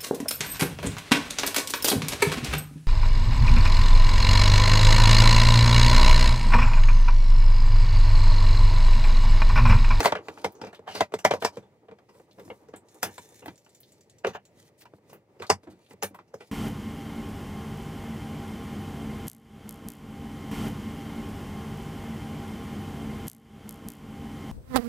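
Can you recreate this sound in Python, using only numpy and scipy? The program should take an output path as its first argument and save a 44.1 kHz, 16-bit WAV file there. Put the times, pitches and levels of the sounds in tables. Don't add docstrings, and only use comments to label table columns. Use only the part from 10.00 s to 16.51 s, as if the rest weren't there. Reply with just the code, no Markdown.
import sys
import numpy as np
from scipy import signal
from scipy.fft import rfft, irfft, next_fast_len
from scipy.io import wavfile
from scipy.ndimage import uniform_filter1d, map_coordinates

SR = 44100
rng = np.random.default_rng(int(sys.argv[2]) if len(sys.argv) > 2 else 0)


def generate_wav(sig):
    pcm = np.round(np.clip(np.atleast_2d(sig).T, -1, 1) * 32767).astype(np.int16)
    wavfile.write(sys.argv[1], SR, pcm)


N = 287267
SIZE = 8192

# f/Hz, width/Hz, level/dB
SHELL_MODES = [(93, 19, -6.5), (198.5, 28, -8), (314, 70, 3.5), (371.5, 69, 4), (454.1, 69, 2.5),
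               (567.7, 54, 1), (604.3, 70, -2.5), (800, 97, -12.5), (786, 160, -2.5), (969.6, 90, -3.5),
               (1154, 150, -9.5)]
# f/Hz, width/Hz, level/dB
RIB_MODES = [(1395, 40, -3), (1786, 270, 5), (1954, 130, 0), (2150, 180, 2), (2350, 42, 3),
             (2830, 300, 0.5), (3130, 180, -6.5)]
# f/Hz, width/Hz, level/dB
STEEL_MODES = [(3500, 70, 1.5), (4500, 1300, 1.5), (4942, 620, -3.5), (5570, 1800, -1), (5850, 160, -4),
               (6560, 610, -4.5), (7160, 550, -7.5), (8030, 1100, -0.5), (8710, 57, -16), (9800, 150, -13),
               (11190, 80, -15.5), (13600, 250, -9.5), (15200, 2400, -9.5)]


def amp(db):
    return 10 ** (np.asarray(db) / 20)


def unit(x):
    return x / np.sqrt(np.mean(x ** 2) + 1e-20)


def along(points, hz):
    f, v = np.transpose(points)
    return np.interp(np.log(hz + 1), np.log(f + 1), v)


def wobble(rate):
    return map_coordinates(rng.standard_normal(int(N * rate / SR) + 4), [np.arange(N) * rate / SR])


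def filtered(x, response):
    n = x.shape[-1]
    padded = next_fast_len(n + 4096)
    return irfft(rfft(x, padded) * response(np.fft.rfftfreq(padded, 1 / SR)), padded)[..., :n]


def add(out, s, sound):
    start = max(round(s * SR), 0)
    out[:, start:start + sound.shape[1]] += sound


def modes(table, f):
    centre, width, db = np.transpose(table)[:, :, None]
    sign = (-1.) ** np.arange(len(centre))[:, None]
    return amp(db) * sign * 1j * f * width / (centre * centre - f * f + 1j * f * width)


def soft(f, edge_hz):
    return 1 / (1 + 1j * f / edge_hz) ** 2


def hump(f, hz, breadth):
    return modes([(hz, breadth * hz, 0)], f)[0]


def strengths(table, hz, octave_db, scatter_db):
    centre = np.transpose(table)[0]
    return amp(-octave_db * np.abs(np.log2(centre / hz)) + scatter_db * rng.standard_normal(len(centre)))


def blow(decay_s, lead_s, snap):
    t = np.arange(SIZE * 7 // 8) / SR - lead_s
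    chatter = np.where(t < 0, amp(30 * t / lead_s), amp(-60 * t / decay_s - 20 * (t / 0.12) ** 3))
    return chatter + snap * np.exp(-(t / 0.00061) ** 2)


def shake(force, response, crest):
    noise = rng.standard_normal((2, len(force))) * force
    body = irfft(rfft(noise, SIZE * (len(force) // SIZE + 1)) * response)
    power = uniform_filter1d(np.mean(body ** 2, axis=0), size=128)
    return body / (crest * np.sqrt(np.max(power)))


def knocks():
    # t/s, level/dB, panel f/Hz, clack/dB, steel/dB (both against the panel), decay/s
    contacts = [(0.001, -16.5, 530, -6.5, -4.5, 0.055), (0.029, -29, 510, -1.5, -1, 0.28),
                (0.047, -20, 520, -0.5, -11.5, .14), (0.056, -10, 604, -6.5, -10.5, 0.099),
                (0.121, -13.5, 636, -9.5, -37, 0.049), (0.152, -21.5, 580, -7, -32, 0.1),
                (0.187, -31.5, 470, -29, -31, 0.035), (0.283, -28, 460, -6.5, -15.5, 0.065),
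                (0.374, -39, 641, -5.5, -33, 0.073), (0.444, -14, 517, -13, -15, 0.068),
                (0.461, -21, 413, -36, -33, 0.037), (0.551, -37.5, 417, -32, -18, .21),
                (0.614, -28.5, 346, -9, -14, 0.083), (0.638, -30, 450, -15, -33, 0.14),
                (0.668, -37.5, 364, -9, -12.5, .11), (0.729, -41.5, 616, -8, -11, 0.099),
                (0.791, -36.5, 443, -28, -27, .043), (0.876, -26.5, 800, -13.5, -23.5, .2),
                (0.952, -23.5, 556, -12, -7, 0.26), (1.006, -9, 660, -11, -18, 0.072),
                (1.121, -29.5, 444, -21, -24, 0.079), (1.138, -17.5, 460, -14.5, -15.5, 0.07),
                (1.188, -46.5, 291, 2, 7.5, 0.087), (1.248, -5, 645, -9, -12.5, 0.078),
                (1.309, -11, 607, -12.5, -20, 0.081), (1.336, -14.5, 550, -22, -21, 0.096),
                (1.422, -20, 495, -9.5, -13.5, .1), (1.447, -14.5, 628, -8.5, -4.5, 0.083),
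                (1.57, -27, 344, -23, -22, 0.099), (1.625, -48, 436, -17.5, -17.5, 0.23),
                (1.884, -38, 447, -19, -40, 0.077), (1.912, -35.5, 471, -20.5, -54.5, .09),
                (1.985, -55.5, 583, -2.5, -14, 0.051), (2.09, -47.5, 357, -10.5, -14, 0.13),
                (2.145, -48.5, 480, -16, -21, 0.22), (2.197, -43.5, 387, -24.5, -23, 0.064),
                (2.384, -34.5, 413, -29, -30, .15), (2.395, -39, 420, -15.5, -12.5, .08),
                (2.45, -40.5, 277, -31, -12.5, 0.2), (2.478, -33.5, 340, -43, -52, 0.036),
                (2.501, -28, 456, -12, -40, 0.093), (2.685, -39.5, 455, -27.5, -20, 0.1),
                (2.737, -33, 401, -12, -45, .11), (3.029, -19.5, 626, -4.5, -1, 0.091),
                (3.059, -35, 367, -6.5, -21, 0.17), (3.179, -35, 436, -6.5, -2.5, 0.067),
                (3.423, -39.5, 392, -13, -35, 0.14), (3.458, -33, 386, -7, -26, 0.064),
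                (3.48, -28.5, 296, -10, -23, .073), (3.662, -53.5, 900, -5, -21, .06),
                (4.246, -17, 505, -9.5, -44, 0.12), (4.268, -19.5, 443, -17.5, -14.5, .12),
                (4.35, -25, 800, -14, -33, 0.1), (4.853, -47, 900, -5.5, -11, 0.068),
                (4.935, -37.5, 380, -26.5, -31.5, 0.042), (4.982, -50.5, 456, -35, -27, .06),
                (5.097, -44.5, 430, -14.5, -10, 0.11), (5.129, -40.5, 422, -12.5, -20, 0.15),
                (5.398, -27.5, 445, -25.5, -23, 0.13), (5.421, -29.5, 1000, -8, -9.5, 0.1),
                (5.499, -4, 800, -15.5, -9, 0.076), (5.632, -47, 446, -14.5, -12.5, 0.1),
                (5.672, -34.5, 309, -43, -35.5, 0.17), (5.71, -48, 328, -17, -15, 0.2),
                (5.907, -41, 304, -9.5, -18.5, 0.096), (5.936, -41, 458, -31.5, -38.5, 0.021),
                (6.024, -26.5, 441, -4.5, -0.5, .075), (6.031, -25.5, 467, -3.5, -1.5, .09),
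                (6.108, -41, 269, -31, -30, .12), (6.145, -39.5, 950, -11.5, -19, 0.094),
                (6.188, -37, 950, -15, -36, 0.1), (6.279, -63.5, 447, -10, -4.5, 0.13),
                (6.34, -29, 487, -26, -19, 0.095), (6.406, -38.5, 460, -10, -14.5, 0.11)]
    out = np.zeros((2, N + SR))
    f = np.fft.rfftfreq(SIZE, 1 / SR)
    shell = modes(SHELL_MODES, f) * soft(f, edge_hz=2700)
    ribs = modes(RIB_MODES, f) * soft(f, edge_hz=6000)
    steel = modes(STEEL_MODES, f)
    thud = shell[0] + 1.2 * shell[1]
    plastic = 1.19 * hump(f, 1600, breadth=1.0) * soft(f, edge_hz=5270)
    for s, db, hz, clack_db, steel_db, decay in contacts:
        thud_db = -11.5 - 7 * np.log2(min(hz, 600) / 450) - .2 * (db + 30.5)
        rim_db = 3.5 + 0.9 * clack_db
        steel_hz = 4360 * 2 ** np.clip((steel_db - clack_db) / 23, -.3, 1.2)
        firm = np.clip((db + 55) / 30, .1, 1)
        lead = .09 * decay
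        strength = strengths(SHELL_MODES, hz, octave_db=14.5, scatter_db=5.5)
        panel = 0.57 * strength[2:7] @ shell[2:7] + hump(f, hz, breadth=0.25) * soft(f, edge_hz=1500)
        rim = strength[7:] @ shell[7:]
        clack = strengths(RIB_MODES, 2700, octave_db=3.5, scatter_db=5) @ ribs + plastic
        metal = strengths(STEEL_MODES, steel_hz, octave_db=10.5, scatter_db=9.5) @ steel
        metal += hump(f, steel_hz, breadth=1.0) * soft(f, edge_hz=5 * steel_hz)
        sound = shake(blow(decay, lead, snap=1.6 * firm), panel, crest=2.06)
        sound += amp(thud_db) * shake(blow(2.1 * decay, 1.8 * lead, snap=2.0), thud, crest=2.0)
        sound += amp(rim_db) * shake(blow(1.5 * decay, lead, snap=5 * firm), rim, crest=1.79)
        sound += amp(clack_db) * shake(blow(1.23 * decay, lead, snap=1.4 * firm), clack, crest=1.605)
        sound += amp(steel_db) * shake(blow(1.245 * decay, lead, snap=firm), metal, crest=2.51)
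        add(out, s + .002 - lead, amp(db) * sound)
    return out[:, :N]


def shell_drone():
    # t/s, level/dB
    loudness = [(0.0, -30), (0.05, -44), (0.2, -51), (0.45, -49), (0.94, -64.5), (1.43, -56), (1.651, -65),
                (1.96, -68.5), (3.0, -59), (3.87, -71.5), (5.43, -66.5), (5.56, -59), (5.65, -68),
                (6.5, -65)]
    s, db = np.transpose(loudness)
    friction = amp(4 * wobble(30)) * rng.standard_normal((2, N))
    drone = filtered(friction, lambda hz: modes(SHELL_MODES[1:], hz).sum(axis=0) * soft(hz, edge_hz=1800))
    return amp(np.interp(np.arange(N) / SR, s, db)) * unit(drone)


def room_hum():
    # f/Hz, relative level/dB
    hum_tone = [(15, -54), (25, -21.5), (108, 3.5), (309, -8), (354, -5.5), (575, -6), (1290, -39),
                (1940, -21.5), (3250, -33), (4140, -33.5), (6560, -36), (12900, -43), (16000, -39.5)]
    db = -63.5 + 0.99 * wobble(13) + 1.5 * wobble(12)
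    hum = filtered(rng.standard_normal((2, N)), lambda hz: amp(along(hum_tone, hz)))
    return amp(db) * unit(hum)


def rubs():
    # t/s, length/s, level/dB, brightest f/Hz
    strokes = [(0.032, 0.054, -35.5, 4870), (0.199, 0.17, -62, 3050), (0.299, 0.25, -57.5, 3150),
               (0.871, 0.087, -46.5, 2630), (1.397, 0.078, -48, 4840), (1.522, 0.057, -59.5, 2700),
               (2.067, 0.21, -68, 8900), (2.275, 0.41, -65.5, 8930), (2.836, 0.76, -55.5, 7500),
               (3.517, 0.61, -67, 6320), (4.328, 0.051, -45.5, 1200), (4.537, 0.17, -58, 3820),
               (4.774, 0.043, -63.5, 6960), (4.804, 0.041, -54.5, 3000), (4.939, 0.054, -73.5, 10320),
               (5.075, 0.069, -64.5, 7000), (5.696, 0.04, -66.5, 7000), (5.764, 0.16, -70, 3534),
               (5.887, 0.063, -60.5, 6860), (6.367, 0.16, -65, 5000)]
    out = np.zeros((2, N + SR))
    parts = RIB_MODES + STEEL_MODES
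    for s, length, db, hz in strokes:
        t = np.arange(round(length * SR)) / SR
        drag_db = 2.5 * np.interp(t * 35, np.arange(40), rng.standard_normal(40))
        grit_db = 2.3 * np.interp(t * 350, np.arange(400), rng.exponential(size=400))
        force = np.sin(np.pi * t / length) ** 0.88 * amp(drag_db + grit_db)
        f = np.fft.rfftfreq(SIZE * (len(t) // SIZE + 1), 1 / SR)
        ring = .5 * strengths(parts, hz, octave_db=2, scatter_db=7) @ modes(parts, f)
        rasp = 1.2 * hump(f, hz, breadth=1.8) * soft(f, edge_hz=3 * hz)
        add(out, s, amp(db) * shake(force, ring + rasp, crest=1))
    return out[:, :N]


def ticks():
    # t/s, level/dB, brightest f/Hz
    taps = [(0.5216, -48.5, 14600), (0.647, -42.5, 4440), (0.7467, -40.5, 3130), (2.3107, -52, 3940),
            (2.7605, -41.5, 7650), (2.885, -52, 7010), (2.9436, -47.5, 7930), (3.029, -18.5, 11400),
            (3.2884, -48.5, 7900), (3.3564, -49.5, 7200), (3.458, -40, 12660), (3.5563, -51, 7030),
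            (3.5775, -48, 6400), (3.6464, -54.5, 6550), (3.6913, -52.5, 6760), (3.7478, -46.5, 6820),
            (3.8037, -42, 14200), (3.8313, -49, 3720), (3.92, -47.5, 7240), (4.0076, -50.5, 6480),
            (4.0968, -47.5, 6770), (4.1835, -50.5, 6130), (4.4518, -47.5, 6500), (4.808, -46, 15400),
            (5.131, -42, 14370), (5.466, -40, 4700), (5.8624, -55.5, 3150), (6.032, -22, 9800),
            (6.146, -49, 12600)]
    out = np.zeros((2, N + SR))
    f = np.fft.rfftfreq(SIZE, 1 / SR)
    steel = modes(STEEL_MODES, f)
    force = blow(decay_s=0.12, lead_s=0.0043, snap=0.87)
    for s, db, hz in taps:
        ring = strengths(STEEL_MODES, hz, octave_db=22, scatter_db=-2) @ steel
        click = 0.66 * hump(f, hz, breadth=0.47) + 0.13 * hump(f, 2500, breadth=1.3)
        add(out, s - .003, amp(db) * shake(force, ring + click, crest=3.16))
    return out[:, :N]


def ports(pair, scattered):
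    # f/Hz, level/dB
    stereo_width = [(60, -10.5), (110, -14), (200, -15), (380, -16), (700, -9), (1290, -2), (2380, -0.5),
                    (4400, 0.5), (8120, -1.5), (15000, 0.5)]
    mid, other = pair
    shifted = signal.hilbert(mid, next_fast_len(N))[:N].imag
    side = np.sqrt(1 - scattered) * shifted + np.sqrt(scattered) * other
    side = filtered(side, lambda hz: amp(along(stereo_width, hz)))
    return np.array([mid + side, mid - side])


def scene():
    contacts = ports(knocks() + ticks() + rubs(), scattered=0.51)
    steady = ports(shell_drone() + room_hum(), scattered=.8)
    return contacts + steady


def record(dry):
    bass_hz, top_hz = 55, 16000
    return filtered(dry, lambda hz: np.clip((top_hz - hz) / 500, 0, 1)
                    * (1j * hz / (1j * hz + bass_hz)) ** 3)


dry = scene()
out = record(dry)
generate_wav(out)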